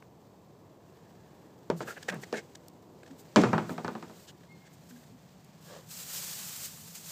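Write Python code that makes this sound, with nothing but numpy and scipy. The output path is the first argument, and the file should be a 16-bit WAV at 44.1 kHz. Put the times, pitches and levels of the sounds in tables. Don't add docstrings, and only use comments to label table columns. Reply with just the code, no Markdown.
import sys
import numpy as np
from scipy import signal
from scipy.fft import rfft, irfft, next_fast_len
from scipy.io import wavfile

SR = 44100
rng = np.random.default_rng(int(sys.argv[2]) if len(sys.argv) > 2 else 0)


def bounce(signal):
    frames = np.transpose(np.atleast_2d(signal))
    limited = np.clip(frames, -1, 1)
    pcm = np.round(limited * 32767).astype(np.int16)
    wavfile.write(sys.argv[1], SR, pcm)


N = 313551
TIME = np.arange(N) / SR
RING_TIME = np.arange(int(.8 * SR)) / SR
BAND_EDGES = np.geomspace(28, 17000, 25)
BAND_HZ = np.sqrt(BAND_EDGES[1:] * BAND_EDGES[:-1])

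# start in seconds, strength in dB, extra hollowness in dB,
# hardness as extra treble in dB, ring time as a share of the free shell's, pitch of the spot in Hz.
KNOCKS = [(1.701, -23, 8, 4.5, .42, 445), (1.806, -29.5, 3.5, 0, 0.67, 434),
          (2.125, -32.5, -2, -2, 1, 1580), (2.327, -34, 16.5, 18, .55, 493),
          (3.36, -10.5, 1.5, 11.5, 1, 607), (3.436, -15.5, -3, -1, 1, 390),
          (3.531, -14, -5.5, -9.5, 0.88, 565), (3.58, -19.5, -7, -2.5, 0.81, 840),
          (3.694, -30.5, 1.5, 2, 1, 500), (3.78, -28, 2, 0, 0.63, 720), (3.846, -23.5, -7, -2, 0.61, 706),
          (3.88, -25, -3, -2, .65, 908), (3.952, -32, 0, -3, .62, 755), (4.026, -33.5, 0, 0, 0.6, 746),
          (4.097, -44, 5.5, -17, 0.82, 460)]
# frequency in Hz, level in dB.
BLOW_COLOUR = [(200, -9), (480, -8), (1300, -7.5), (3200, -24), (7000, -28)]
# pitch in Hz, level in dB, free ring time (t60) in seconds.
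SHELL_MODES = [(115.5, -9.5, 0.54), (159.4, -3, 0.56), (178, -4, 0.79), (212.1, 2, 0.55), (247.2, -1, 0.51),
               (306, -5, 0.29), (342.1, -1.5, 0.59), (397.5, -8, 0.25), (403, -1, 0.29), (479.3, -5, 0.35),
               (504, -1, 0.095), (637, -17, 0.04), (638, -8, 0.39), (744, -6.5, 0.22), (795, -12, 0.32),
               (913, -1.5, 0.14), (1010, -7, 0.19), (1065, -6, 0.067), (1200, -10.5, 0.25),
               (1278, 3.5, 0.061), (1515, -15, 0.037), (1728, -1.5, 0.1), (1920, -17, 0.21),
               (2164, -8, 0.23), (2400, -1, 0.13), (2950, -19, 0.26), (3660, -17, .08), (3785, -3.5, 0.14)]
# frequency in Hz, level in dB.
CROWD_COLOUR = [(40, -43), (80, -23), (160, -7.5), (350, -7), (700, -6), (1200, -7), (1800, -9.5),
                (2600, -2.5), (4000, -5), (7500, -3.5), (10000, -34), (15000, -20)]
# frequency in Hz, t60 in seconds.
CROWD_T60 = [(100, 0.47), (300, 0.23), (1000, 0.12), (2500, 0.092), (6000, 0.035), (14000, 0.012)]
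# loudest moment in seconds, level in dB,
# pitch at that moment in Hz, rise in seconds, sag in octaves per second.
FLEXES = [(1.74, -34.5, 170, .027, 4), (2.13, -37.5, 179.5, .036, 5), (2.345, -41.5, 235, .022, 8),
          (3.116, -42.5, 273, .014, 5), (3.39, -13, 308, 0.0061, 11), (3.381, -18.5, 212, .019, 3),
          (3.487, -31.5, 127.6, .022, 2.5), (3.71, -37.5, 272, .025, 3), (3.955, -40.5, 220, .018, 5.2),
          (4.939, -48.5, 252.7, 0.044, 1.7), (5.135, -51.5, 265, .018, 2)]
# middle in seconds, half length in seconds, rasp in dB,
# hiss in dB, pitch of the rubbed edge in Hz.
SCRAPES = [(0.025, 0.0019, -48, -67.5, 1080), (1.2, 0.33, -71.5, -82, 1720), (1.821, 0.013, -46, -52, 1410),
           (1.883, .005, -39, -65, 1330), (1.905, .019, -42, -56, 1400), (1.975, .0077, -43, -71, 1660),
           (2.031, .0025, -44, -46, 480), (2.088, 0.0026, -25, -39, 1860), (2.099, .0056, -32, -42, 1890),
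           (2.135, 0.021, -43, -74, 600), (2.237, 0.0051, -41, -49.5, 1940),
           (2.344, 0.0068, -34.5, -59, 496), (2.377, .015, -38, -47, 2140),
           (2.555, 0.0026, -50.5, -47.5, 2100), (3.034, .0016, -45.5, -58, 2050),
           (3.417, .003, -39, -39, 4800), (4.292, .011, -55.5, -53, 2900), (4.67, .012, -60, -64, 2110),
           (5.734, 0.058, -56.5, -57, 1150)]
# pitch in Hz, width in Hz, level in dB.
PART_RESONANCES = [(423, 140, 1.5), (866, 430, -3.5), (1486, 1100, -1.5), (1665, 225, 7), (2560, 360, -8.5),
                   (2800, 700, -9.5)]
# frequency in Hz, noise density in dB.
FRICTION_COLOUR = [(1500, -53), (3000, 4), (5000, 0), (7500, 0.5), (10000, -16), (14000, -18)]
# start in seconds, end in seconds, strength in dB.
FIDGETS = [(3.054, 3.12, -54.5), (4.41, 4.47, -61), (4.893, 5.05, -58.5)]
# time in seconds, level in dB.
HISS_RUSTLE_LEVEL = [(0.0, -72.5), (0.78, -73.5), (0.95, -70.5), (1.73, -70.5), (1.9, -59.5), (2.0, -60.5),
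                     (2.35, -62.5), (2.54, -69), (2.84, -72), (3.42, -63), (3.52, -61), (3.55, -58),
                     (4.21, -63), (4.32, -70), (4.9, -66), (5.12, -68), (5.6, -67)]
# frequency in Hz, noise density in dB.
HISS_RUSTLE_COLOUR = [(880, -8), (1500, -2.5), (1700, -2), (2170, -4), (2640, -5.5), (4890, -5.5),
                      (5450, -7.5), (7900, -6), (9790, -15.5), (13800, -2.5), (15500, -4)]
# time in seconds, hiss in dB.
SWEEP_LEVEL = [(5.6, -62), (5.674, -60.5), (5.856, -67), (5.914, -46.5), (6.006, -43.5), (6.058, -46.5),
               (6.172, -37), (6.204, -40.5), (6.668, -43.5), (6.702, -50.5), (6.94, -51.5), (6.954, -45),
               (7.004, -51.5), (7.11, -44)]
# frequency in Hz, noise density in dB.
SWEEP_COLOUR = [(1470, -27.5), (2500, -7), (4860, 0.5), (5530, -0.5), (7340, 3), (8480, 0.5), (9660, -6.5),
                (14600, -0.5), (15500, -5.5)]
# frequency in Hz, noise density in dB.
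CRUNCH_COLOUR = [(300, -4), (550, 2.5), (800, 0.5), (1200, 3.5), (2000, 2.5), (3000, 0.5), (4500, -10.5)]
# middle in seconds, half length in seconds, level in dB.
SNAPS = [(1.785, 0.013, -55), (1.898, 0.023, -51.5), (2.028, .0015, -52), (2.145, 0.0023, -51),
         (2.225, .0088, -54.5), (2.684, .0013, -47), (2.826, .0017, -66), (3.2, .013, -57.5),
         (3.712, 0.022, -56), (4.207, 0.064, -61.5), (4.738, .008, -62), (4.9, .006, -61),
         (4.954, 0.11, -66), (5.447, 0.0014, -57), (6.314, 0.0017, -44), (6.652, 0.013, -48),
         (6.955, 0.0039, -54.5)]
# frequency in Hz, noise density in dB.
RUMBLE_COLOUR = [(25, -49), (45, -23), (65, -12), (95, -2.5), (150, -1), (230, -7), (330, -15), (650, -12),
                 (1100, -17), (1500, -30), (2200, -38), (3500, -39), (6000, -68)]
# time in seconds, level in dB.
WASH_LEVEL = [(0, -61.5), (1.5, -58), (3.1, -57.5), (4.3, -61.5), (5.3, -68), (7.11, -72)]
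# frequency in Hz, noise density in dB.
WASH_COLOUR = [(150, -9), (300, 3.5), (430, 2.5), (600, -3.5), (1000, -9), (1400, -22.5), (2500, -53)]


def knocks(damped_boom_db=-7.5):
    out, bands = np.zeros(N + len(RING_TIME)), noise_bands()
    blow_hz, blow_db = np.transpose(BLOW_COLOUR)
    for s, strength_db, hollow_db, hard_db, ring_share, spot_hz in KNOCKS:
        boom_db = damped_boom_db * (1 - ring_share)
        colour_db = np.array([boom_db, hollow_db, 0, .57 * hard_db, hard_db])
        blow = np.column_stack([blow_hz, strength_db + blow_db + colour_db])
        spot = contact(blow, spot_hz, t60=.051, gain_db=4) - contact(blow, 1560, t60=.021, gain_db=2)
        click = contact(blow, 4400, t60=.0044, gain_db=14) - contact(blow, 7000, t60=.001, gain_db=9)
        ring = shell_modes(blow, ring_share) + shell_crowd(blow, ring_share, bands)
        at = round(s * SR)
        out[at:at + len(RING_TIME)] += spot + filtered(click, "low", hz=8800) + ring
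    return filtered(out[:N], "high", hz=85)


def contact(blow, hz, t60, gain_db):
    return from_db(gain_db + at_hz(blow, hz)) * decay(t60)[0] * np.sin(2 * np.pi * hz * RING_TIME)


def shell_modes(blow, ring_share, gain_db=-5.5, uneven_db=.8):
    hz, mode_db, t60 = np.transpose(SHELL_MODES)
    heights = from_db(gain_db + at_hz(blow, hz) + mode_db + rng.normal(0, uneven_db, len(hz)))
    heights *= rng.choice([-1, 1], len(hz))
    return heights @ (decay(t60 * ring_share) * np.sin(2 * np.pi * np.outer(hz, RING_TIME)))


def shell_crowd(blow, ring_share, bands, gain_db=-4):
    start = rng.integers(1000, len(RING_TIME))
    noise = bands[:, start:start + len(RING_TIME)]
    crack = from_db(10.5) * decay(t60=.0043)
    ring = decay(at_hz(CROWD_T60, BAND_HZ) * ring_share)
    tail = from_db(-8) * decay(t60=.49 * ring_share)
    build = np.minimum(np.outer(BAND_HZ, RING_TIME), 1)
    heights = from_db(gain_db + at_hz(blow, BAND_HZ) + at_hz(CROWD_COLOUR, BAND_HZ))
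    return heights @ (noise * (crack + ring + tail) * build)


def flexes(steepness=1.26, wobble=.058):
    out = np.zeros(N + len(RING_TIME))
    for s, level_db, hz, rise, sag in FLEXES:
        age = RING_TIME / rise
        envelope = from_db(level_db) * (age * np.exp(1 - age)) ** steepness
        pitch = hz * 2 ** (-sag * (RING_TIME - rise))
        pitch *= 1 + wobble * drift(per_s=81)[:len(RING_TIME)]
        at = round((s - rise) * SR)
        out[at:at + len(RING_TIME)] += envelope * np.sin(2 * np.pi * np.cumsum(pitch) / SR)
    return out[:N]


def scrapes():
    slips = grains(per_s=6100, spread_db=2)
    rings = [(-1) ** k * from_db(db) * resonance(slips, hz, width_hz)
             for k, (hz, width_hz, db) in enumerate(PART_RESONANCES)]
    part = from_db(-3) * rms_one(sum(rings))
    hiss = coloured(grains(per_s=22000, spread_db=3), FRICTION_COLOUR)
    edge_slips = grains(per_s=9000, spread_db=4)
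    out = fidgets() * (part + from_db(-7.5) * hiss)
    for s, half, rasp_db, hiss_db, hz in SCRAPES:
        edge = from_db(-6) * rms_one(resonance(edge_slips, hz, width_hz=120))
        out += swell(s, half) * (from_db(rasp_db) * (part + edge) + from_db(hiss_db) * hiss)
    return out


def fidgets(gap_s=.0286, spread_db=3):
    out = np.zeros(N)
    for start, end, level_db in FIDGETS:
        chance = rng.standard_normal((60, 2))
        for s, (late, size) in zip(np.arange(start, end, gap_s), chance):
            out += from_db(level_db + spread_db * size) * swell(s + .26 * gap_s * late, half_s=.0035)
    return out


def squeak(hz=2137):
    phase = 2 * np.pi * np.cumsum(hz * (1 + .004 * drift(per_s=90))) / SR
    pressure = from_db(-56.5) * swell(4.52, half_s=.017)
    afterring = from_db(-70 + 4 * drift(per_s=40)) * swell(4.63, half_s=.07)
    octave = from_db(-74) * swell(4.55, half_s=.05) * np.sin(2 * phase)
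    return (pressure + afterring) * np.sin(phase) + octave


def groan():
    panel = rms_one(resonance(grains(per_s=720, spread_db=2.5), hz=530, width_hz=150))
    return from_db(-51.5) * swell(5.745, half_s=.048) * panel


def straw_and_hiss(flutter_db=.9, floor_db=-72, sizzle_follows=.61, crunch_follows=1.04):
    bed_db, sweep_db = in_time(HISS_RUSTLE_LEVEL), in_time(SWEEP_LEVEL)
    flutter = from_db(flutter_db * drift(per_s=110))
    stalks = coloured(grains(per_s=26000, spread_db=2), SWEEP_COLOUR)
    hiss = coloured(grains(per_s=22000, spread_db=2.5), HISS_RUSTLE_COLOUR)
    crackle = coloured(grains(per_s=200, spread_db=3), HISS_RUSTLE_COLOUR)
    top = rms_one(filtered(grains(per_s=22000, spread_db=.5), "high", hz=11500))
    body = coloured(grains(per_s=6000, spread_db=0), CRUNCH_COLOUR)
    bed = from_db(bed_db + .5) * (rms_one(filtered(hiss, "low", hz=8700)) + from_db(-12) * crackle)
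    sizzle = from_db(-76.5 + sizzle_follows * (bed_db - floor_db)) * top
    sweep = from_db(sweep_db + .4) * (stalks + from_db(-16.5) * crackle)
    crunch = from_db(-48 + crunch_follows * (sweep_db - sweep_db.max())) * body
    fade_in = np.interp(TIME, [5.58, 5.65], [0, 1])
    snaps = stalks * sum(from_db(db) * swell(s, half) for s, half, db in SNAPS)
    return flutter * (bed + sizzle + fade_in * (sweep + crunch)) + snaps


def outdoors():
    rumble = from_db(-59.5) * coloured(rng.standard_normal(N), RUMBLE_COLOUR)
    wash = from_db(in_time(WASH_LEVEL)) * coloured(rng.standard_normal(N), WASH_COLOUR)
    return rumble + wash


def hollow_hum(hz=163, width_hz=61):
    air = resonance(rng.standard_normal(N), hz, width_hz)
    hum = rms_one(resonance(air, hz, width_hz))
    return from_db(np.interp(TIME, [0, 4.5, 7], [-65.5, -59.5, -57])) * hum


def grains(per_s, spread_db):
    sizes = from_db(spread_db * np.minimum(rng.exponential(1, N), 6)) * rng.choice([-1, 1], N)
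    return rms_one(sizes * (rng.random(N) < per_s / SR))


def noise_bands():
    white = rng.standard_normal((2, 2 * len(RING_TIME)))
    filters = [signal.butter(2, BAND_EDGES[k:k + 2], "band", fs=SR, output="sos")
               for k in range(len(BAND_HZ))]
    return np.array([rms_one(signal.sosfilt(sos, white[k % 2])) for k, sos in enumerate(filters)])


def drift(per_s):
    knots = rng.standard_normal(int(per_s * N / SR) + 2)
    return rms_one(np.interp(TIME * per_s, np.arange(len(knots)), knots))


def swell(s, half_s):
    return np.exp(-.5 * np.minimum(((TIME - s) / half_s) ** 2, 60))


def decay(t60):
    return np.exp(-np.log(1000) * np.minimum(RING_TIME / np.reshape(t60, (-1, 1)), 3))


def coloured(x, colour):
    size = next_fast_len(N + 4096)
    hz = np.maximum(np.fft.rfftfreq(size, 1 / SR), 1)
    gain = from_db(at_hz(colour, hz)) * np.minimum(hz / colour[0][0], 1) ** 2
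    return rms_one(irfft(rfft(x, size) * gain, size)[:N])


def resonance(x, hz, width_hz):
    r = np.exp(-np.pi * width_hz / SR)
    feedback = [1, -2 * r * np.cos(2 * np.pi * hz / SR), r * r]
    return signal.lfilter(np.array([1, 0, -1]) * (1 - r * r) / 2, feedback, x + 1e-18)


def filtered(x, kind, hz):
    return signal.sosfilt(signal.butter(4, hz, kind, fs=SR, output="sos"), x + 1e-18)


def in_time(curve):
    return np.interp(TIME, *np.transpose(curve))


def at_hz(curve, hz):
    points_hz, values = np.transpose(curve)
    return np.interp(np.log(hz), np.log(points_hz), values)


def from_db(db):
    return 10 ** (np.asarray(db) / 20)


def rms_one(x):
    return x / np.sqrt(np.mean(x ** 2) + 1e-20)


def scene():
    plastic = knocks() + flexes() + scrapes() + squeak() + groan()
    return np.tile(plastic + straw_and_hiss() + outdoors() + hollow_hum(), (2, 1))


def record(dry, cutoff_hz=15500):
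    return signal.sosfilt(signal.ellip(12, .1, 70, cutoff_hz, fs=SR, output="sos"), dry)


dry = scene()
out = record(dry)
bounce(out)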